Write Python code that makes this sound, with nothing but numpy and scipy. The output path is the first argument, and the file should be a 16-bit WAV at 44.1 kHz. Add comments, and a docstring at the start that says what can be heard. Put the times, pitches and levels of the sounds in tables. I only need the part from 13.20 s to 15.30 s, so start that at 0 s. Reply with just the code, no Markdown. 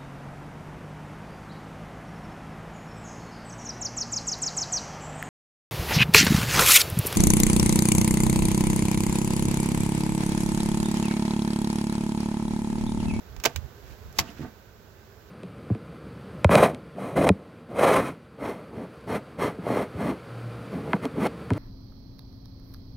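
"""Two loud wooden cracks, outdoors: a hive box is levered off the one below and its propolis seal lets go,
one corner and then another. Each crack is a quick run of slips that ring the boards, with small ticks
around it. The loosened box rubs, creaks and bumps softly on its seat, then settles on the lower rim.
Air buffets the microphone over a quiet hiss and a faint low hum."""
import sys
import numpy as np
from scipy import signal
from scipy.io import wavfile

SR = 44100
rng = np.random.default_rng(int(sys.argv[2]) if len(sys.argv) > 2 else 0)


def store_pcm(level_fs):
    """Save levels as 16-bit WAV."""
    pcm = np.round(np.clip(level_fs, -1, 1) * 32767).astype(np.int16)
    wavfile.write(sys.argv[1], SR, np.atleast_2d(pcm).T)


N = 92610
TIME = np.arange(N) / SR
BOX_PAN_DB, GRAINS_PER_S = -5.5, 2000   # every pan is left minus right; grains are tiny stick-slips

CLICK_DB, CLICK_TOP_HZ, CRACK_LOW_CUT_HZ = -9, 5950, 260   # the cracks carry little below CRACK_LOW_CUT_HZ
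SNAP_DB, SNAP_T60_S = -3, (0.017, 0.0084)   # pairs are (first corner, second corner)
FRAMES_DB, LEFT_LATE_MS = (-16.5, -23), (0.06, -0.034)
FRAMES_T60_S, FRAMES_FALL = 0.087, 0.21   # t60 at 1 kHz, falling as a power of frequency
BOARD_T60_S, BOARD_FALL = 0.044, 0.32   # likewise
ECHO_S, ECHO_DB, ECHO_T60_S, ECHO_TILT_DB = 0.0125, -20, 0.043, -2   # off the ground and the keeper
YARD_DB, YARD_T60_S, YARD_TILT_DB = -36, 0.51, -4   # scatter from the surroundings; tilts are per octave
# Ringing tones of the boards: (frequency [Hz], level at first corner [dB], level at second corner [dB])
BOARD_TONES = [(448, -20, -54), (676, -17.5, -48), (916, -21.5, -19), (1098, -30.5, -22), (1186, -21, -38),
               (1562, -18.5, -30.5), (1856, -21.5, -26.5), (2043, -32, -15), (2292, -23, -50),
               (2390, -23, -20), (2590, -23, -47), (2980, -22, -42), (3830, -26, -19), (4620, -26, -11),
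               (5370, -38, -11), (6130, -29, -25)]
# Dense ring of box and frames: (frequency [Hz], density at first corner [dB], change at second [dB])
WOOD_COLOUR = [(90, -25, 3), (306, -30, 11), (495, 2, -18.5), (974, -0.5, 2.5), (1300, -3.5, 2),
               (2270, -0.5, -0.5), (5940, -2, 1.5), (7600, 1, -3.5), (11650, -14.5, 2.5), (16000, -3.5, -7)]
# Slips of the seal and sharp wood contacts: (time [s], level [dB], brightness [dB/octave], low cut [Hz],
# pan [dB], board ring [dB], corner [0 first, 1 second])
SEAL_SLIPS = [(.1650, -35, -3.5, 1400, -10.5, 1, 0), (0.2004, -29.5, -2.5, 1500, -8, -3, 0),
              (0.2379, -22.5, 0.5, 1520, -14, -3, 0), (0.2409, -16, -0.5, 700, -5.5, 1.5, 0),
              (.2520, -9.5, -4, 1100, -13, -0.5, 0), (0.255, -10.5, 0.5, 700, -4, 1.5, 0),
              (0.256, -7.5, -0.5, 550, -4.5, -4, 0), (.2603, -8.5, -2.5, 397, -6, 3.5, 0),
              (0.3606, -18.5, -0.15, 2330, -5.5, 6.5, 0), (.927, -47.5, 5, 4970, -11, -7, 1),
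              (0.9855, -15.5, 0, 6040, -15, 0, 1), (.9874, -10.5, 0, 4030, 14, -19, 1),
              (0.9891, -3, -2, 600, -3.5, 0.5, 1), (0.9918, -9.5, 1.5, 700, -11.5, -12.5, 1),
              (0.9986, -11.5, 0.5, 600, 3, -9, 1)]
def cracks():
    """Each slip clicks, snaps, rings the boards and frames, and scatters round the yard."""
    times, db, tilt_db, low_hz, pan_db, ring_db, corner = np.transpose(SEAL_SLIPS)
    second = corner > .5

    def force(hz):
        """Stereo strength of every slip at one frequency; small slips lack bass."""
        level = from_db(db + tilt_db * np.log2(max(hz, 300) / 2000))
        return level * pan(pan_db) / np.sqrt(1 + (low_hz / hz) ** 4)

    attacks = clicks(times, force(CLICK_TOP_HZ / 2))
    out = from_db(CLICK_DB) * butter(attacks, [CLICK_TOP_HZ / 10, CLICK_TOP_HZ], "band")
    wood = np.array(WOOD_COLOUR)
    for khz, noise in noise_bands(wood[:, :2]):
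        corner_db = second * at_hz(wood[:, ::2], 1000 * khz)
        push = force(1000 * khz) * from_db(corner_db)
        powers = [clicks(times, push * here) ** 2 for here in (~second, second)]
        snap = from_db(SNAP_DB) ** 2 * sum(fade(p, t60) for p, t60 in zip(powers, SNAP_T60_S))
        frame_drive = sum(from_db(level_db) ** 2 * p for p, level_db in zip(powers, FRAMES_DB))
        frames = fade(frame_drive, FRAMES_T60_S / khz ** FRAMES_FALL)
        bounce = clicks(times + ECHO_S, push) ** 2
        echo = from_db(ECHO_DB + ECHO_TILT_DB * np.log2(khz)) ** 2 * fade(bounce, ECHO_T60_S)
        yard = from_db(YARD_DB + YARD_TILT_DB * np.log2(khz)) ** 2 * fade(sum(powers), YARD_T60_S)
        out += noise * np.sqrt(snap + frames + echo + yard)
    left_times = times + np.where(second, LEFT_LATE_MS[1], LEFT_LATE_MS[0]) / 1000
    for hz, first_db, second_db in BOARD_TONES:
        push = force(hz) * from_db(ring_db + np.where(second, second_db, first_db))
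        strikes = np.array([clicks(left_times, push)[0], clicks(times, push)[1]])
        out += ring(strikes, hz, BOARD_T60_S / (hz / 1000) ** BOARD_FALL)
    return butter(out, CRACK_LOW_CUT_HZ, "high")


# Low body of the whole box: (frequency [Hz], t60 [s], level [dB])
BOX_BODY = [(89, 0.066, -17), (139, 0.13, -1), (247, 0.096, -2), (312, 0.05, 0.5)]
# Soft thuds of the box on its seat: (time [s], level [dB])
SEAT_BUMPS = [(0.2721, -33.5), (.9990, -45), (1.0140, -37.5), (1.1946, -32), (1.2076, -32), (1.222, -38),
              (1.2347, -35), (1.2460, -33)]
def bumps(contact_hz=605):
    """The loosened box rocks and sounds its low modes; the soft contact passes little treble."""
    times, db = np.transpose(SEAT_BUMPS)
    pushes = butter(clicks(times, from_db(db) * pan(BOX_PAN_DB)), contact_hz, "low")
    return sum(from_db(mode_db) * ring(pushes, hz, t60) for hz, t60, mode_db in BOX_BODY)


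# Ringing tones of the lower rim: (frequency [Hz], level [dB])
RIM_TONES = [(425, -1.5), (676, 2), (738, -0.5), (890, -1), (1136, -5), (1204, -5.5), (1528, -2.5),
             (1955, -8.5)]
def rim(force, t60=0.1):
    """The rim of the lower box rings when struck or rubbed, its modes alternating in polarity."""
    return sum((-1) ** k * from_db(db) * ring(force, hz, t60) for k, (hz, db) in enumerate(RIM_TONES))


# Taps as the box sets down: (time [s], level [dB])
RIM_TAPS = [(1.2275, -52), (1.2465, -45)]
def settling():
    """The box comes down on the rim below: a light touch, then a firm one."""
    times, db = np.transpose(RIM_TAPS)
    return rim(clicks(times, from_db(db) * pan(BOX_PAN_DB)))


# Colour of wood sliding on wood: (frequency [Hz], density [dB])
RUB_COLOUR = [(130, -3.5), (240, 21.5), (450, -13), (800, -14), (1500, 5), (3000, -4.5), (7000, -8),
              (16000, -24)]
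# Slides: (peak time [s], half length [s], level [dB], brightness [dB/octave], rim ring [dB])
RUB_STROKES = [(0.296, 0.016, -52, 2, 3.5), (0.703, 0.042, -54.5, 1.5, -14), (1.018, 0.025, -49, -5.5, 4),
               (1.095, 0.022, -49, 1, -4.5), (1.2, 0.028, -48.5, 0, -23), (1.253, 0.03, -49, -3.5, -2.5),
               (0.978, 0.012, -52, 4.5, -19)]
def rubs():
    """Wood slides briefly on wood: grainy friction noise that also rings the rim."""
    strokes = [(from_db(db) * swell(s, half_s), tilt, ring_db)
               for s, half_s, db, tilt, ring_db in RUB_STROKES]
    grains = (rng.random(N) < GRAINS_PER_S / SR) * rng.standard_normal(N)
    grit = rms_one(np.sqrt(fade(grains ** 2, t60=0.026)))
    friction = sum(noise * sum(envelope * from_db(tilt * np.log2(khz)) for envelope, tilt, _ in strokes)
                   for khz, noise in noise_bands(RUB_COLOUR))
    rim_level = sum(envelope * from_db(ring_db) for envelope, _, ring_db in strokes)
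    return pan(BOX_PAN_DB) * (grit * friction + rim_level * rms_one(rim(grains)))


# A short creak: (peak time [s], half length [s], resonance [Hz], t60 [s], level [dB])
CREAK_TONES = [(1.087, 0.0099, 2800, 0.0062, -51), (1.101, 0.029, 237.2, .15, -42.5)]
def creak():
    """As the box shifts, tiny sticks and slips excite a high and a low resonance of the wood."""
    grains = (rng.random(N) < GRAINS_PER_S / SR) * rng.choice([-1, 1], N)
    return pan(BOX_PAN_DB) * sum(from_db(db) * swell(s, half_s) * rough_tone(grains, hz, t60)
                                 for s, half_s, hz, t60, db in CREAK_TONES)


# Air buffeting the microphone: (peak time [s], half length [s], level [dB], pan [dB])
AIR_PUFFS = [(0.123, 0.02, -42.5, -13.5), (0.188, 0.011, -35.5, -9.5), (0.379, 0.015, -36, -20),
             (0.437, 0.02, -41.5, -20.5), (0.695, 0.055, -47.5, -13.5), (0.883, 0.029, -41, -2.5),
             (1.003, 0.011, -40.5, 18)]
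def puffs(band_hz=(42, 119), top_hz=135):
    """Low lumps of moving air, different at each microphone port."""
    rumble = butter(rng.standard_normal((2, N)), band_hz, "band")
    rumble = rms_one(butter(rumble, top_hz, "low"))
    return rumble * sum(from_db(db) * pan(pan_db) * swell(s, half_s) for s, half_s, db, pan_db in AIR_PUFFS)


# Colour of the outdoor hiss: (frequency [Hz], density [dB])
HISS_COLOUR = [(30, -19), (55, -0.5), (90, 4), (130, -8.5), (190, -5.5), (280, -19), (410, -9),
               (650, -14.5), (1500, -18.5), (2200, -24), (7000, -28), (11000, -37), (16000, -26)]
# The hiss swells and sinks: (time [s], level change [dB])
HISS_RIDE = [(0, 1.5), (1.1, 2), (1.5, -1.2), (2.1, -0.7)]
# Tones of the hum: (frequency [Hz], t60 [s], level [dB])
HUM_TONES = [(399, 0.057, -62), (1530, 0.02, -68)]
def background(hiss_db=-50.5, pan_db=-6.5):
    """A bed of outdoor hiss and a faint, rough hum."""
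    hum = sum(from_db(db) * rough_tone(rng.standard_normal(N), hz, t60) for hz, t60, db in HUM_TONES)
    level = from_db(hiss_db + np.interp(TIME, *np.transpose(HISS_RIDE)))
    hiss = level * sum(noise for _, noise in noise_bands(HISS_COLOUR))
    return pan(pan_db) * (hiss + hum)


BAND_EDGES_HZ = np.append(np.geomspace(28, 8000, 17), [10000, 12500, 16500])
# Stereo image of the banded noise: (frequency [Hz], left-right correlation [0 wide, 1 mono])
STEREO_IMAGE = [(40, 0.36), (150, 1), (500, 0.69), (1200, 0.081), (2500, 0.18), (5000, 0), (14000, 0.27)]
def noise_bands(spectrum):
    """Yield (kHz, stereo noise) per band; together they have the spectrum's shape and about unit rms."""
    white = rng.standard_normal((2, 2, N))
    centres = np.sqrt(BAND_EDGES_HZ[1:] * BAND_EDGES_HZ[:-1])
    gains = from_db(at_hz(spectrum, centres)) * np.sqrt(np.diff(BAND_EDGES_HZ))
    for k, (hz, gain) in enumerate(zip(centres, gains / np.linalg.norm(gains))):
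        mid, side = butter(white[k % 2], BAND_EDGES_HZ[k:k + 2], "band")
        alike = at_hz(STEREO_IMAGE, hz)
        stereo = np.sqrt(1 + alike) * mid + np.sqrt(1 - alike) * side * [[1], [-1]]
        yield hz / 1000, gain * rms_one(stereo)


def from_db(db):
    """Decibels to gain."""
    return 10 ** (np.asarray(db) / 20)


def rms_one(x):
    """Scale to unit rms."""
    return x / np.sqrt(np.mean(x ** 2) + 1e-20)


def at_hz(points, hz):
    """Read a table on a log-frequency axis."""
    freqs, values = np.transpose(points)
    return np.interp(np.log(hz), np.log(freqs), values)


def pan(db):
    """Left and right gains for a level difference."""
    return from_db(np.array([[.5], [-.5]]) * db)


def butter(x, hz, kind):
    """Second-order Butterworth filter."""
    return signal.sosfilt(signal.butter(2, hz, kind, fs=SR, output="sos"), x + 1e-18)


def clicks(times, gains):
    """Stereo impulses at the given times."""
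    out = np.zeros((2, N))
    for s, gain in zip(times, gains.T):
        out[:, int(s * SR)] += gain
    return out


def ring(x, hz, t60):
    """One mode: a unit click starts a dying sine of height 1."""
    radius, angle = from_db(-60 / (t60 * SR)), 2 * np.pi * hz / SR
    return signal.lfilter([0, np.sin(angle)], [1, -2 * radius * np.cos(angle), radius ** 2], x + 1e-18)


def rough_tone(drive, hz, t60):
    """A noisily driven resonance at unit rms, with the lows trimmed."""
    return rms_one(butter(ring(drive, hz, t60), hz / 2, "high"))


def fade(power, t60):
    """Energy that dies away after each impulse."""
    return signal.lfilter([1], [1, -10 ** (-6 / (t60 * SR))], power + 1e-18)


def swell(s, half_s):
    """A bell-shaped rise and fall."""
    return np.exp(-.5 * ((TIME - s) / half_s) ** 2)


def scene():
    """The box and the air around it."""
    return cracks() + bumps() + settling() + rubs() + creak() + puffs() + background()


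NOTCH_HZ, NOTCH_WIDTH_HZ, NOTCH_DB = 8820, 2130, -20
LOW_CUT_HZ, HIGH_CUT_HZ = 15, 16000
def record(dry):
    """The microphone has a broad treble hollow and no deep bass; peaks are rounded and the top is cut."""
    b, a = signal.iirpeak(NOTCH_HZ, NOTCH_HZ / NOTCH_WIDTH_HZ, fs=SR)
    x = butter(dry, LOW_CUT_HZ, "high")
    for _ in range(2):
        x = x - (1 - from_db(NOTCH_DB / 2)) * signal.lfilter(b, a, x)
    rounded = x / (1 + (x / .9) ** 4) ** .25
    return signal.sosfilt(signal.ellip(10, .1, 70, HIGH_CUT_HZ, fs=SR, output="sos"), rounded)


dry = scene()
out = record(dry)
store_pcm(out)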